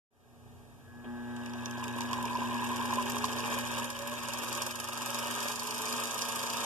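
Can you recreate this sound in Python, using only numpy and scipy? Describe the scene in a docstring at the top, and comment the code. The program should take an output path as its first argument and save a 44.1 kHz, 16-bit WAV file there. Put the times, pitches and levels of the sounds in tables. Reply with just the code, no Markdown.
"""A small vane pump in a workshop, close by, while its speed dial is turned up.
The motor first hums on the chopped mains; the coupling bumps, the shaft creeps, then speeds up to
about 29 turns a second. The rotor rubs and chatters in its housing. The vanes click, crackle,
squeak and now and then knock the casing. At speed the armature slots whine; the bench rumbles below."""
import sys
import numpy as np
from scipy import signal
from scipy.fft import rfft, irfft
from scipy.io import wavfile
from scipy.ndimage import uniform_filter1d

SR = 44100
rng = np.random.default_rng(int(sys.argv[2]) if len(sys.argv) > 2 else 0)


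def output_pcm(signal):
    """Save a mono or channel-first signal as 16-bit PCM at the path in sys.argv[1].

    Samples are clipped to [-1, 1] before scaling.
    """
    pcm = np.clip(np.atleast_2d(signal).T, -1, 1) * 32767
    wavfile.write(sys.argv[1], SR, np.round(pcm).astype(np.int16))


N = 293265
T = np.arange(N) / SR
HZ = np.fft.rfftfreq(N, 1 / SR)
HALF_SPEED_RPS, CRITICAL_RPS = 15, 8.74  # rps: shaft turns a second
ENGAGE_S = 1.042


def amp(db):
    return 10 ** (np.asarray(db) / 20)


def unit(x):
    return x / np.sqrt(np.mean(x ** 2) + 1e-20)


def steady(x):
    """Holds the slow level at 1."""
    return x / np.sqrt(uniform_filter1d((x ** 2).mean(0), 6000) + 1e-12)


def curve(rows, column=1, at=T):
    """A table column, interpolated over the first."""
    rows = np.array(rows)
    return np.interp(at, rows[:, 0], rows[:, column])


def spectrum(points):
    """A table interpolated over log frequency."""
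    hz, value = np.transpose(points)
    return np.interp(np.log(HZ + 1), np.log(hz), value)


def add(mix, start_s, sound):
    part = mix[:, max(round(start_s * SR), 0):][:, :sound.shape[-1]]
    part += sound[..., :part.shape[1]]


def drift(rate_hz, size=32768):
    """Slow noise of rms 1."""
    hz = np.arange(size // 2 + 1) / T[-1]
    slow = irfft(rfft(rng.standard_normal(size)) / (1 + (hz / rate_hz) ** 4))
    return np.interp(T, np.linspace(0, T[-1], size), unit(slow))


def modes(rows, at=HZ):
    """Gain of resonances with steep skirts."""
    return np.sqrt(sum(amp(db) ** 2 / (1 + ((at - hz) / width) ** 2) ** 2 for hz, width, db in rows))


def colour(x, gain):
    """Minimum-phase filter that keeps the power of white noise."""
    cepstrum = irfft(np.log(np.maximum(unit(gain), 1e-4)), N)
    cepstrum[1:N // 2] *= 2
    cepstrum[N // 2:] = 0
    return irfft(rfft(x) * np.exp(rfft(cepstrum)), N)


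def resonate(drive, rows, lifts_db):
    """Drives resonances; lifts_db maps a row index to its gain curve."""
    whole = modes(rows)
    body = colour(drive, whole)
    bins = rfft(body)
    return body + sum((amp(db) - 1) * irfft(bins * (modes([rows[i]]) / whole) ** 2, N)
                      for i, db in lifts_db.items())


# Shaft run-up: time_s, speed_rps
SHAFT_SPEED = [(1.0, 1.475), (2.0, 6.007), (3.0, 12.202), (3.5, 14.482), (4.0, 17.529), (4.5, 21.37),
               (4.75, 22.416), (5.0, 23.065), (5.25, 24.344), (5.5, 26.31), (6.0, 27.7), (6.3, 28.2),
               (6.66, 28.55)]
def shaft_rps(at=T):
    return curve(SHAFT_SPEED, at=at)


def shaft_turns():
    return np.cumsum(shaft_rps()) / SR


# Motor load, up as the rotor binds, down as it comes free: time_s, load_db
MOTOR_LOAD = [(.8, -13.5), (1.04, -4), (1.09, -2), (1.5, 0), (1.9, 1.5), (3.0, 0.5), (3.35, 0), (3.55, 2),
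              (3.65, -0.5), (3.8, 0.94), (3.9, -3), (4.35, -1.5), (4.64, -1), (4.73, -4), (5.2, -1.5),
              (5.5, -1.5), (5.56, -4.5), (6.0, -1.5), (6.1, -3), (6.52, -2.5), (6.64, -1)]
def load_db():
    return curve(MOTOR_LOAD)


def mains_lines(rows, waver_db, spread_rad, chop_hz=120):
    """Wavering harmonics of the chopped mains; their phases are spread, softening the buzz's pulse."""
    out = np.zeros((2, N))
    shake = np.clip(shaft_rps() / CRITICAL_RPS, 0.6, 1)
    for harmonic, db, side_db, lead_rad in rows:
        k = round(harmonic)
        phase = 2 * np.pi * k * chop_hz * T + spread_rad * k ** 2 + 0.18 * shake * drift(11)
        tone = np.sqrt(2) * np.cos(phase + np.array([[0], [lead_rad]]))
        pan_db = side_db * np.array([[1], [-1]]) / 2
        out += tone * amp(db + waver_db * shake * drift(13) + pan_db)
    return out


# Hum of frame and panel: harmonic, level_db, left_minus_right_db, right_lead_rad
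FRAME_HARMONICS = [(2, 1.5, 1.5, 1.4), (3, -11.5, -4, 1.12), (4, -24.5, 12, 1.2), (5, -18.5, -1, 1.1),
                   (6, -23.5, -4, 1.1), (7, -12, -1.5, 0), (8, -21, -8, 0)]
PANEL_HARMONICS = [(9, -13, 2, -6), (10, -18, 3, -6.5), (11, -28, -35, -3.5), (12, -25, 0, 0),
                   (13, -5, 0.5, 1), (14, -2, 3.5, 1), (15, -30.5, 24, -27), (16, -21.5, 7, -0.5)]
# Hum balance during run-up: time_s, frame_db, panel_db, stator_db
HUM_BALANCE = [(.12, -13, -32, -6), (.45, -6, -31, 4), (.78, -6.5, -15, 0), (.88, -11, -3.5, -2),
               (.96, -4, -5, -1), (1.05, -8.5, -6, -8), (1.07, 1.5, -2.5, -7), (1.22, -0.5, -1.5, -5),
               (1.33, 1, -1.5, -1), (1.5, -1.5, -2.5, -1.5), (1.75, -2, -0.5, -0.5), (3.0, 4.5, 0, 1),
               (4.0, 0, 6, 1), (4.6, 0.5, 2, 1.5), (6.1, 2, 2, 0.5)]
def hum():
    """The mains shakes stator, frame and panel: louder with load, fainter with speed."""
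    stator = mains_lines([(1, 0.43, -5.5, 1.48)], waver_db=1.5, spread_rad=0)
    frame = mains_lines(FRAME_HARMONICS, waver_db=1.5, spread_rad=1.4)
    panel = mains_lines(PANEL_HARMONICS, waver_db=3, spread_rad=0.0787)
    stator *= amp(-49 - 0.27 * shaft_rps() + curve(HUM_BALANCE, 3))
    frame *= amp(-41 - 0.31 * shaft_rps() + curve(HUM_BALANCE, 1))
    panel *= amp(-48 - 0.6 * shaft_rps() + curve(HUM_BALANCE, 2))
    return (stator + frame + panel) * amp(load_db())


# Bench resonances: pitch_hz, width_hz, gain_db
BENCH_MODES = [(55.7, 3.8, -8), (90.8, 4.3, 0), (137, 48, -15.5)]
# Bench shaking: time_s, level_db
BENCH_LEVEL = [(0.1, -63), (0.46, -58), (1.5, -58), (3.0, -55.5), (6.65, -68)]
def rumble(gain_db=-0.5):
    """The bench shakes at its low resonances."""
    shaking = colour(rng.standard_normal((2, N)), modes(BENCH_MODES))
    return steady(shaking) * amp(curve(BENCH_LEVEL) + gain_db)


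def microphone_hiss(level_db=-69.5, corner_hz=9000):
    """Faint bright self-noise of each port."""
    return colour(rng.standard_normal((2, N)), HZ / np.hypot(HZ, corner_hz)) * amp(level_db)


# Tight spot of each turn: time_s, angle_turns, swing_db
TIGHT_SPOT = [(1.5, 0.32, 11), (2, 0.17, 1), (2.6, 0.21, 0), (3.8, 0.38, 2.5), (4.8, 0.36, 4),
              (5.3, 0.27, -1.5), (5.55, 0.78, -1.5), (6.65, 0.76, 3)]
def tightness_db():
    """The contact tightens and eases once a turn."""
    return curve(TIGHT_SPOT, 2) * np.cos(2 * np.pi * (shaft_turns() - curve(TIGHT_SPOT)))


def friction(repeat_share, swing, grit_db, grain_hz, bumps_db, mark_count=512, bump_count=40):
    """Surface marks that return on each turn plus fresh grit, hardest at the tight spot."""
    turns = shaft_turns()
    moving = np.clip((T - 1.2) / 0.66, 0, 1)
    surface = rng.standard_normal(mark_count)
    surface = surface + 0.89 * np.roll(surface, mark_count // 2)  # opposite vanes pass the same marks
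    height = np.interp(turns, np.arange(mark_count) / mark_count, surface, period=1)
    marks = np.diff(height, prepend=0)
    marks /= np.sqrt(uniform_filter1d(marks ** 2, 4096) + 1e-12)
    bump_heights = unit(rng.standard_normal(bump_count))
    bumps = np.interp(turns, np.arange(bump_count) / bump_count, bump_heights, period=1)
    force = amp(moving * (swing * tightness_db() + bumps_db * bumps + grit_db * drift(grain_hz)))
    force /= np.sqrt(uniform_filter1d(force ** 2, 6000))
    share = repeat_share * moving * shaft_rps() / max(rps for _, rps in SHAFT_SPEED)
    return force * (np.sqrt(1 - share) * rng.standard_normal((2, N)) + np.sqrt(share) * marks)


def rub_gain(half_speed_db, doubling_db, load_factor, idle_db):
    """Rubbing grows with speed and load, above a faint idle noise."""
    doublings = np.log2(shaft_rps() / HALF_SPEED_RPS)
    return np.hypot(amp(half_speed_db + doubling_db * doublings + load_factor * load_db()), amp(idle_db))


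ROTOR_GAIN = rub_gain(half_speed_db=-42, doubling_db=6, load_factor=2, idle_db=-68.5)
CONTACT_GAIN = rub_gain(half_speed_db=-45.5, doubling_db=6.5, load_factor=1.7, idle_db=-68.5)

# Contact noise spectrum: frequency_hz, gain_db
CONTACT_SPECTRUM = [(4400, 4), (4950, 3), (5150, 5), (5650, 2.5), (6050, 3.5), (7300, 3.5), (8300, 0.5),
                    (8850, 2), (10300, -3), (11300, 0), (12600, -3.5), (14200, -7)]
def contact_colour(x, low_cut_hz=4300):
    """The bright tone of metal contact."""
    return colour(x, amp(spectrum(CONTACT_SPECTRUM)) / np.sqrt(1 + (low_cut_hz / (HZ + 1)) ** 16))


# Pump resonances: pitch_hz, width_hz, gain_db
BASE_MODES = [(200, 52, -9.5), (272, 73, -0.5), (426, 49, 2.5), (573.3, 46, 1.5), (717, 93, -1)]
CASING_MODES = [(932, 97, -5), (1006, 57, -0.5), (1103, 35, -3.5), (1231, 66, -8), (1510, 230, -15),
                (1628, 47, -4), (1820, 34, -4.5)]
ROTOR_MODES = [(2640, 1750, -22), (2456, 235, 0), (2700, 190, -14), (2842, 27, -1.5), (2975, 260, -5.5),
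               (3229, 62, -1.5), (3510, 150, -5), (3787, 49, 2.5)]
# Resonance lift by speed: speed_rps, base_573hz_db, casing_1006hz_db, casing_1231hz_db
MODE_LIFTS = [(1.5, -5, -14.5, 1), (4.93, 0, 2, -1), (8.9, 0, 8.5, -4), (12.3, 6, -1, -1),
              (14.7, 7, -4, -1.5), (17.4, 6, -3, -0.5), (21.4, 8, -2, 2), (23.8, 6, -6.5, 4),
              (29.08, 1, -0.5, 8)]
def rubbing(critical_db=6, critical_width_rps=4.6):
    """The rubbing rotor shakes the base, the casing and itself, and hisses at the contact."""
    rps = shaft_rps()
    drive = friction(repeat_share=0.003, swing=0.5, grit_db=0, grain_hz=90, bumps_db=4.5, mark_count=64)
    base = steady(resonate(drive, BASE_MODES, {3: curve(MODE_LIFTS, 1, rps)}))
    base *= rub_gain(half_speed_db=-48.5, doubling_db=4, load_factor=2, idle_db=-62.5)

    drive = friction(repeat_share=0.02, swing=0.59, grit_db=0.5, grain_hz=110, bumps_db=2, mark_count=128)
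    lifts_db = {1: curve(MODE_LIFTS, 2, rps), 3: curve(MODE_LIFTS, 3, rps)}
    casing = steady(resonate(drive, CASING_MODES, lifts_db))
    casing *= rub_gain(half_speed_db=-41.5, doubling_db=5.5, load_factor=1.5, idle_db=-66.5)
    casing *= amp(critical_db * np.exp(-((rps - CRITICAL_RPS) / critical_width_rps) ** 2))

    drive = friction(repeat_share=0.1, swing=0.41, grit_db=2, grain_hz=230, bumps_db=2.5)
    rotor = steady(colour(drive, modes(ROTOR_MODES))) * ROTOR_GAIN * amp(-2.5)

    drive = friction(repeat_share=0.014, swing=0.58, grit_db=-0.5, grain_hz=510, bumps_db=3)
    hiss = steady(contact_colour(drive)) * CONTACT_GAIN * amp(-3)
    return base + casing + rotor + hiss


def coupling_bump(level_db=-47, decay_s=0.014, rotor_db=-6):
    """The coupling takes up its slack and bumps the whole pump."""
    t = np.arange(5000) / SR
    bump = np.zeros((2, N))
    add(bump, ENGAGE_S, amp(level_db) * rng.standard_normal((2, len(t))) * np.exp(-t / decay_s))
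    housing = colour(bump, modes(BASE_MODES)) + colour(bump, modes(CASING_MODES)) / 2
    return housing + amp(rotor_db) * colour(bump, modes(ROTOR_MODES))


def crackle(gain_db=-7, swing=1.4, per_turn=12, spread_db=3.6, tick_s=0.0002):
    """Vane tips catch on tiny burrs: random ticks, thickest at the tight spot."""
    onset = np.clip(shaft_rps() / CRITICAL_RPS, 0, 1) ** 2 * (T > ENGAGE_S)
    rate_hz = per_turn * shaft_rps() * amp(swing * tightness_db()) * onset
    hits = rng.random(N) < rate_hz / SR
    sizes = hits * amp(spread_db * np.minimum(rng.exponential(1, N), 3))
    envelope = signal.lfilter([1], [1, -np.exp(-1 / (tick_s * SR))], sizes)
    ticks = envelope * rng.standard_normal((2, N))
    return unit(contact_colour(ticks)) * CONTACT_GAIN * amp(gain_db)


def chirps(rows, gain_db, scatter):
    """A part vibrates for milliseconds at a wandering pitch."""
    t = np.arange(3500) / SR
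    out = np.zeros((2, N))
    for start_s, db, hz, swell_s in rows:
        wander = unit(uniform_filter1d(rng.standard_normal((2, len(t))), 40))
        tone = np.sin(2 * np.pi * np.cumsum(hz * (1 + scatter * wander), axis=1) / SR)
        add(out, start_s, amp(db + gain_db) * tone * t / swell_s * np.exp(1 - t / swell_s))
    return out


def chatter(gain_db, speed_tilt_db, band_hz, swell_s, count):
    """A part sticks and slips: random chirps whose level follows the rubbing."""
    starts_s = rng.uniform(1.35, N / SR, count)
    levels_db = np.minimum(rng.exponential(1, count), 3)
    rows = zip(starts_s, levels_db, rng.uniform(*band_hz, count), np.full(count, swell_s))
    speed_db = speed_tilt_db * (shaft_rps() / HALF_SPEED_RPS - 0.5)
    return chirps(rows, gain_db, scatter=0.033) * ROTOR_GAIN * amp(speed_db)


# Vane catches: start_s, end_s, angle_turns, level_db
VANE_CATCHES = [(2.6, 3.75, 0.65, -34.5), (2.65, 3.7, 0.6, -37), (2.85, 3.8, 0.43, -42),
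                (2.9, 4.7, 0.22, -52), (3.56, 3.8, 0.29, -35), (3.93, 4.26, 0.33, -42),
                (4.26, 5.45, 0.31, -32.5), (4.25, 4.82, 0.4, -35), (4.903, 6.65, 0.61, -38),
                (5.4, 6.65, 0.69, -30.5), (5.6, 6.15, 0.19, -42), (5.55, 6.65, 0.85, -35.5)]
def catch_clicks(max_turns=120, jitter_s=0.0007, spread_db=1.2, tilt_spread_db=2.5):
    """One click row each time the shaft passes an angle where a vane catches."""
    turns, rows = shaft_turns(), []
    for start_s, end_s, angle, db in VANE_CATCHES:
        late, hard, bright = rng.standard_normal((max_turns, 3)).T
        times_s = np.interp(np.arange(max_turns) + angle, turns, T) + jitter_s * late
        passes = zip(times_s, db + spread_db * hard, tilt_spread_db * bright)
        rows += [row for row in passes if start_s < row[0] < min(end_s, T[-300])]
    return rows


def decay(t, decay_s):
    return (t >= 0) * np.exp(-np.maximum(t, 0) / decay_s)


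def vane_contact(t, rps, snap_s=0.0008, bounce_gap_s=0.0032, bounce_count=4):
    """A vane scrapes, snaps and bounces; more smear and bounce at speed."""
    scrape = amp(-16) * (t < 0) * np.exp(-abs(t) / 0.0058)
    tail = amp(-16) * decay(t, 0.038)
    delays_s = np.cumsum(rng.exponential(bounce_gap_s, bounce_count)) + snap_s
    sizes = amp(-6 - 2 * np.arange(bounce_count) + 3 * rng.uniform(-0.69, 1, bounce_count))
    bounces = np.sqrt(sum((size * decay(t - s, snap_s)) ** 2 for size, s in zip(sizes, delays_s)))
    smear = np.hypot(scrape + tail, 0.62 * bounces) * amp(5 * (rps / HALF_SPEED_RPS - 2))
    return (decay(t, snap_s) + smear) * rng.standard_normal((2, len(t)))


def vane_ping(t, gain_db=-11.5, decay_s=0.005, low_hz=4600, high_hz=12000, count=6):
    """A struck vane sings briefly at a few random pitches."""
    pitches_hz = low_hz * (high_hz / low_hz) ** rng.random(count)
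    tones = sum(np.sin(2 * np.pi * (hz * t + rng.random((2, 1)))) for hz in pitches_hz)
    return amp(gain_db) * tones / np.sqrt(count) * decay(t, decay_s)


# Stray and extra hard clicks: start_s, level_db, tilt_db_per_octave
STRAY_CLICKS = [(1.365, -43, -7), (1.461, -42, 0), (1.496, -50, -9), (1.5354, -44, -8),
                (1.658, -33.5, -8.5), (1.711, -39, -5), (1.782, -46, -19), (1.841, -33.5, 1),
                (1.881, -36.5, -4), (1.9852, -39, 5), (2.0074, -31, -4), (2.0175, -35.5, -1),
                (2.1125, -37, 5), (2.131, -30.5, -4), (2.14, -34, -3), (2.2275, -35, 9), (2.255, -36, -4),
                (2.544, -42, -11), (2.643, -33, 6), (2.6905, -35.5, 0), (2.7605, -37, -2),
                (2.908, -37, -15), (2.9365, -31, 3), (2.957, -32.5, -1), (3.0995, -29, 6), (3.12, -31, 4),
                (3.1575, -30, 4), (3.2429, -27.5, -12), (3.253, -29, -3), (3.3855, -35, -11),
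                (3.588, -29.5, 7), (3.7825, -32, 5), (3.798, -35, 4), (3.844, -29.5, 4), (3.903, -30, 1),
                (3.9905, -31, 2), (4.075, -32, 13), (4.1165, -37, 5), (4.2345, -35, 8), (4.336, -35, -2),
                (4.4455, -33, 3), (4.528, -30, -5), (4.551, -28, 0), (4.621, -28, -5), (4.665, -28, 8),
                (4.8, -31.5, 7), (4.8867, -35, 0), (5.061, -28, 6), (5.104, -29, 0), (5.1456, -25.5, 1),
                (5.1875, -29, 4), (5.3105, -29.5, 5), (5.43, -32, -1), (5.484, -27, 3), (5.522, -41, 11),
                (5.673, -33, 4), (5.926, -30, -8), (6.0385, -29, 3), (6.056, -33, 1), (6.1905, -29, -6),
                (6.2206, -25.5, -7), (6.289, -31, 2), (6.359, -28, 5)]
# Rotor's share of a click: speed_rps, gain_db
ROTOR_SHARE = [(4, -1), (10, -3), (22, -10), (28, -5.5)]
def clicks(ring_db=-2.5, ring_s=0.004, spot_db=1.8):
    """Vanes strike and ring the rotor; each lands on a different spot, with its own colour."""
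    t = np.arange(-600, 2400) / SR
    octaves = np.log2(np.clip(np.fft.rfftfreq(len(t), 1 / SR), 5000, 12000) / 7500)
    snaps, rings = np.zeros((2, 2, N))
    for start_s, db, tilt_db in STRAY_CLICKS + catch_clicks():
        rps = shaft_rps(start_s)
        contact = vane_contact(t, rps)
        ring = rng.standard_normal((2, len(t))) * decay(t, ring_s)
        contact += vane_ping(t)
        ripple = unit(uniform_filter1d(rng.standard_normal(len(octaves)), 110))
        snap = irfft(rfft(contact) * amp(spot_db * ripple + tilt_db * octaves))
        add(snaps, start_s + t[0], amp(db) * snap)
        add(rings, start_s + t[0], amp(db + curve(ROTOR_SHARE, at=rps) + ring_db) * ring)
    return contact_colour(snaps) + colour(rings, modes(ROTOR_MODES))


# Vane squeaks: start_s, level_db, pitch_hz, swell_s
VANE_SQUEAKS = [(1.658, -11, 6000, 0.00069), (2.007, -23, 5030, .0013), (2.132, -16.5, 3100, 0.0019),
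                (2.353, -23, 4840, 0.0011), (3.243, -30, 5100, .0015), (3.2435, -28, 3850, 0.00084),
                (4.621, -19, 2860, 0.0017), (6.2205, -8.5, 4950, 0.00083)]
def squeaks():
    """A sticking vane squeaks briefly."""
    return chirps(VANE_SQUEAKS, gain_db=-19, scatter=0.106)


# Casing knocks: start_s, level_db, pitch_hz, swell_s
CASING_KNOCKS = [(1.825, -35.5, 1070, 0.0028), (1.985, -36, 1050, 0.0023), (2.005, -32.5, 940, 0.003),
                 (2.112, -33, 1010, .0022), (2.131, -27, 1047, 0.004), (2.185, -30.5, 950, 0.0022),
                 (2.241, -28, 950, 0.0035), (2.352, -25, 998, 0.0044), (2.417, -33, 980, 0.0034),
                 (2.455, -41, 980, 0.0029), (2.549, -35, 1056, 0.0033), (2.63, -33, 1030, .0028),
                 (2.8, -30, 983, 0.004), (2.906, -30, 1020, 0.0026), (2.927, -22.5, 1014, .0027),
                 (2.977, -28, 1013, .011), (3.166, -28, 1070, 0.002), (3.2414, -21.5, 1030, 0.0024),
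                 (3.386, -33, 1050, 0.0032), (3.479, -29, 1090, 0.0017), (3.521, -35, 1070, 0.0028),
                 (3.798, -39, 1020, 0.0022), (3.82, -43, 1060, 0.0018), (4.123, -37.5, 1100, 0.0029),
                 (4.544, -36, 1080, .002), (5.505, -35, 1080, 0.0022), (4.618, -33, 950, 0.0034),
                 (4.887, -38, 1140, 0.0018), (6.218, -46, 910, 0.0021)]
def knocks(casing_db=-10, base_db=-12, blow_s=0.0021):
    """A short blow shakes casing and base, then chatters at the casing's pitch."""
    t = np.arange(1500) / SR
    blows = np.zeros((2, N))
    for start_s, db, _, _ in CASING_KNOCKS:
        add(blows, start_s, amp(db) * rng.standard_normal((2, len(t))) * decay(t, blow_s))
    casing = amp(casing_db) * colour(blows, modes(CASING_MODES))
    base = amp(base_db) * colour(blows, modes(BASE_MODES[3:]))
    return casing + base + chirps(CASING_KNOCKS, gain_db=0, scatter=0.03)


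# Resonances driven by the slots: shaft_multiple, pitch_hz, width_hz, level_db
SLOT_MODES = [(16, 344, 11, -48), (16, 400, 18, -49), (16, 436, 14, -45), (19, 537, 7, -51),
              (20, 555, 14, -53), (24, 572, 14, -51.5), (24, 672, 20, -53), (28, 570, 9, -56),
              (28, 614, 16, -49.5), (28, 686, 24, -50.5), (28, 772, 34, -52), (32, 424, 32, -44),
              (32, 575, 26, -38.5), (32, 868, 10, -43), (32, 910, 14, -43.5)]
def whine(judder_rad=0.006, judder_hz=20, flutter_db=1.5):
    """Armature slots sing on multiples of the shaft speed, each swelling as it crosses a resonance."""
    angle = 2 * np.pi * shaft_turns() + judder_rad * drift(judder_hz)  # rubbing makes the shaft judder
    tones = np.zeros(N)
    for multiple in sorted({row[0] for row in SLOT_MODES}):
        swell = modes([row[1:] for row in SLOT_MODES if row[0] == multiple], multiple * shaft_rps())
        tones += np.sin(multiple * angle) * swell * amp(flutter_db * drift(judder_hz))
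    return tones * amp(load_db()) * np.array([[1], [0]])  # common channel of ports()


# Likeness of the microphone ports: frequency_hz, coherence
PORT_COHERENCE = [(90, 0.47), (420, 0.89), (520, 0.58), (700, 0.9), (1100, 0.95), (1370, 0.36),
                  (1700, 0.59), (2050, 0.97), (2450, 0.53), (3000, 0.97), (3550, 0.62), (4100, 0.93),
                  (4600, 0.42), (7000, 0.51), (12000, 0.27)]
# Port balance: frequency_hz, left_minus_right_db
PORT_BALANCE = [(90, 2.5), (250, 5.5), (430, -6), (580, -9), (800, -1), (1100, 0), (1330, 8), (1700, 0.5),
                (2100, 1), (3000, -0.5), (5000, -2), (7500, -1.5), (10000, -5), (14000, -4)]
def ports(x, lead_from_hz=1030, half_turn_hz=1030):
    """Two ports on a small body hear partly alike; the right one leads in the treble."""
    common, separate = rfft(x)
    coherence = np.clip(spectrum(PORT_COHERENCE), 0, 1)
    lead_rad = np.pi * np.maximum(HZ - lead_from_hz, 0) / half_turn_hz
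    lead_rad -= np.sin(2 * lead_rad) / 2
    right = coherence * common * np.exp(1j * lead_rad) + np.sqrt(1 - coherence ** 2) * separate
    side = amp(spectrum(PORT_BALANCE) / 2)
    return irfft(np.array([common * side, right / side]), N)


def scene():
    """Hum, rubbing and clatter of the pump at the two ports."""
    squeaking = squeaks()
    rotor = chatter(gain_db=1.5, speed_tilt_db=-2.5, band_hz=(2404, 3120), swell_s=0.0022, count=170)
    vanes = chatter(gain_db=-5, speed_tilt_db=1, band_hz=(4700, 7500), swell_s=0.0016, count=320)
    clatter = squeaking + rotor + vanes + knocks() + coupling_bump() + clicks() + crackle()
    return hum() + ports(rubbing() + clatter + whine() + rumble()) + microphone_hiss()


def record(dry, start_s=0.105, fade_s=0.41, cutoff_hz=14250):
    """Fade-in, then low-pass."""
    faded = dry * np.clip((T - start_s) / fade_s, 0, 1) ** 0.66
    low_pass = signal.firwin(301, cutoff_hz, window=("kaiser", 8), fs=SR)
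    return signal.oaconvolve(faded, low_pass[None], "same", axes=1)


dry = scene()
out = record(dry)
output_pcm(out)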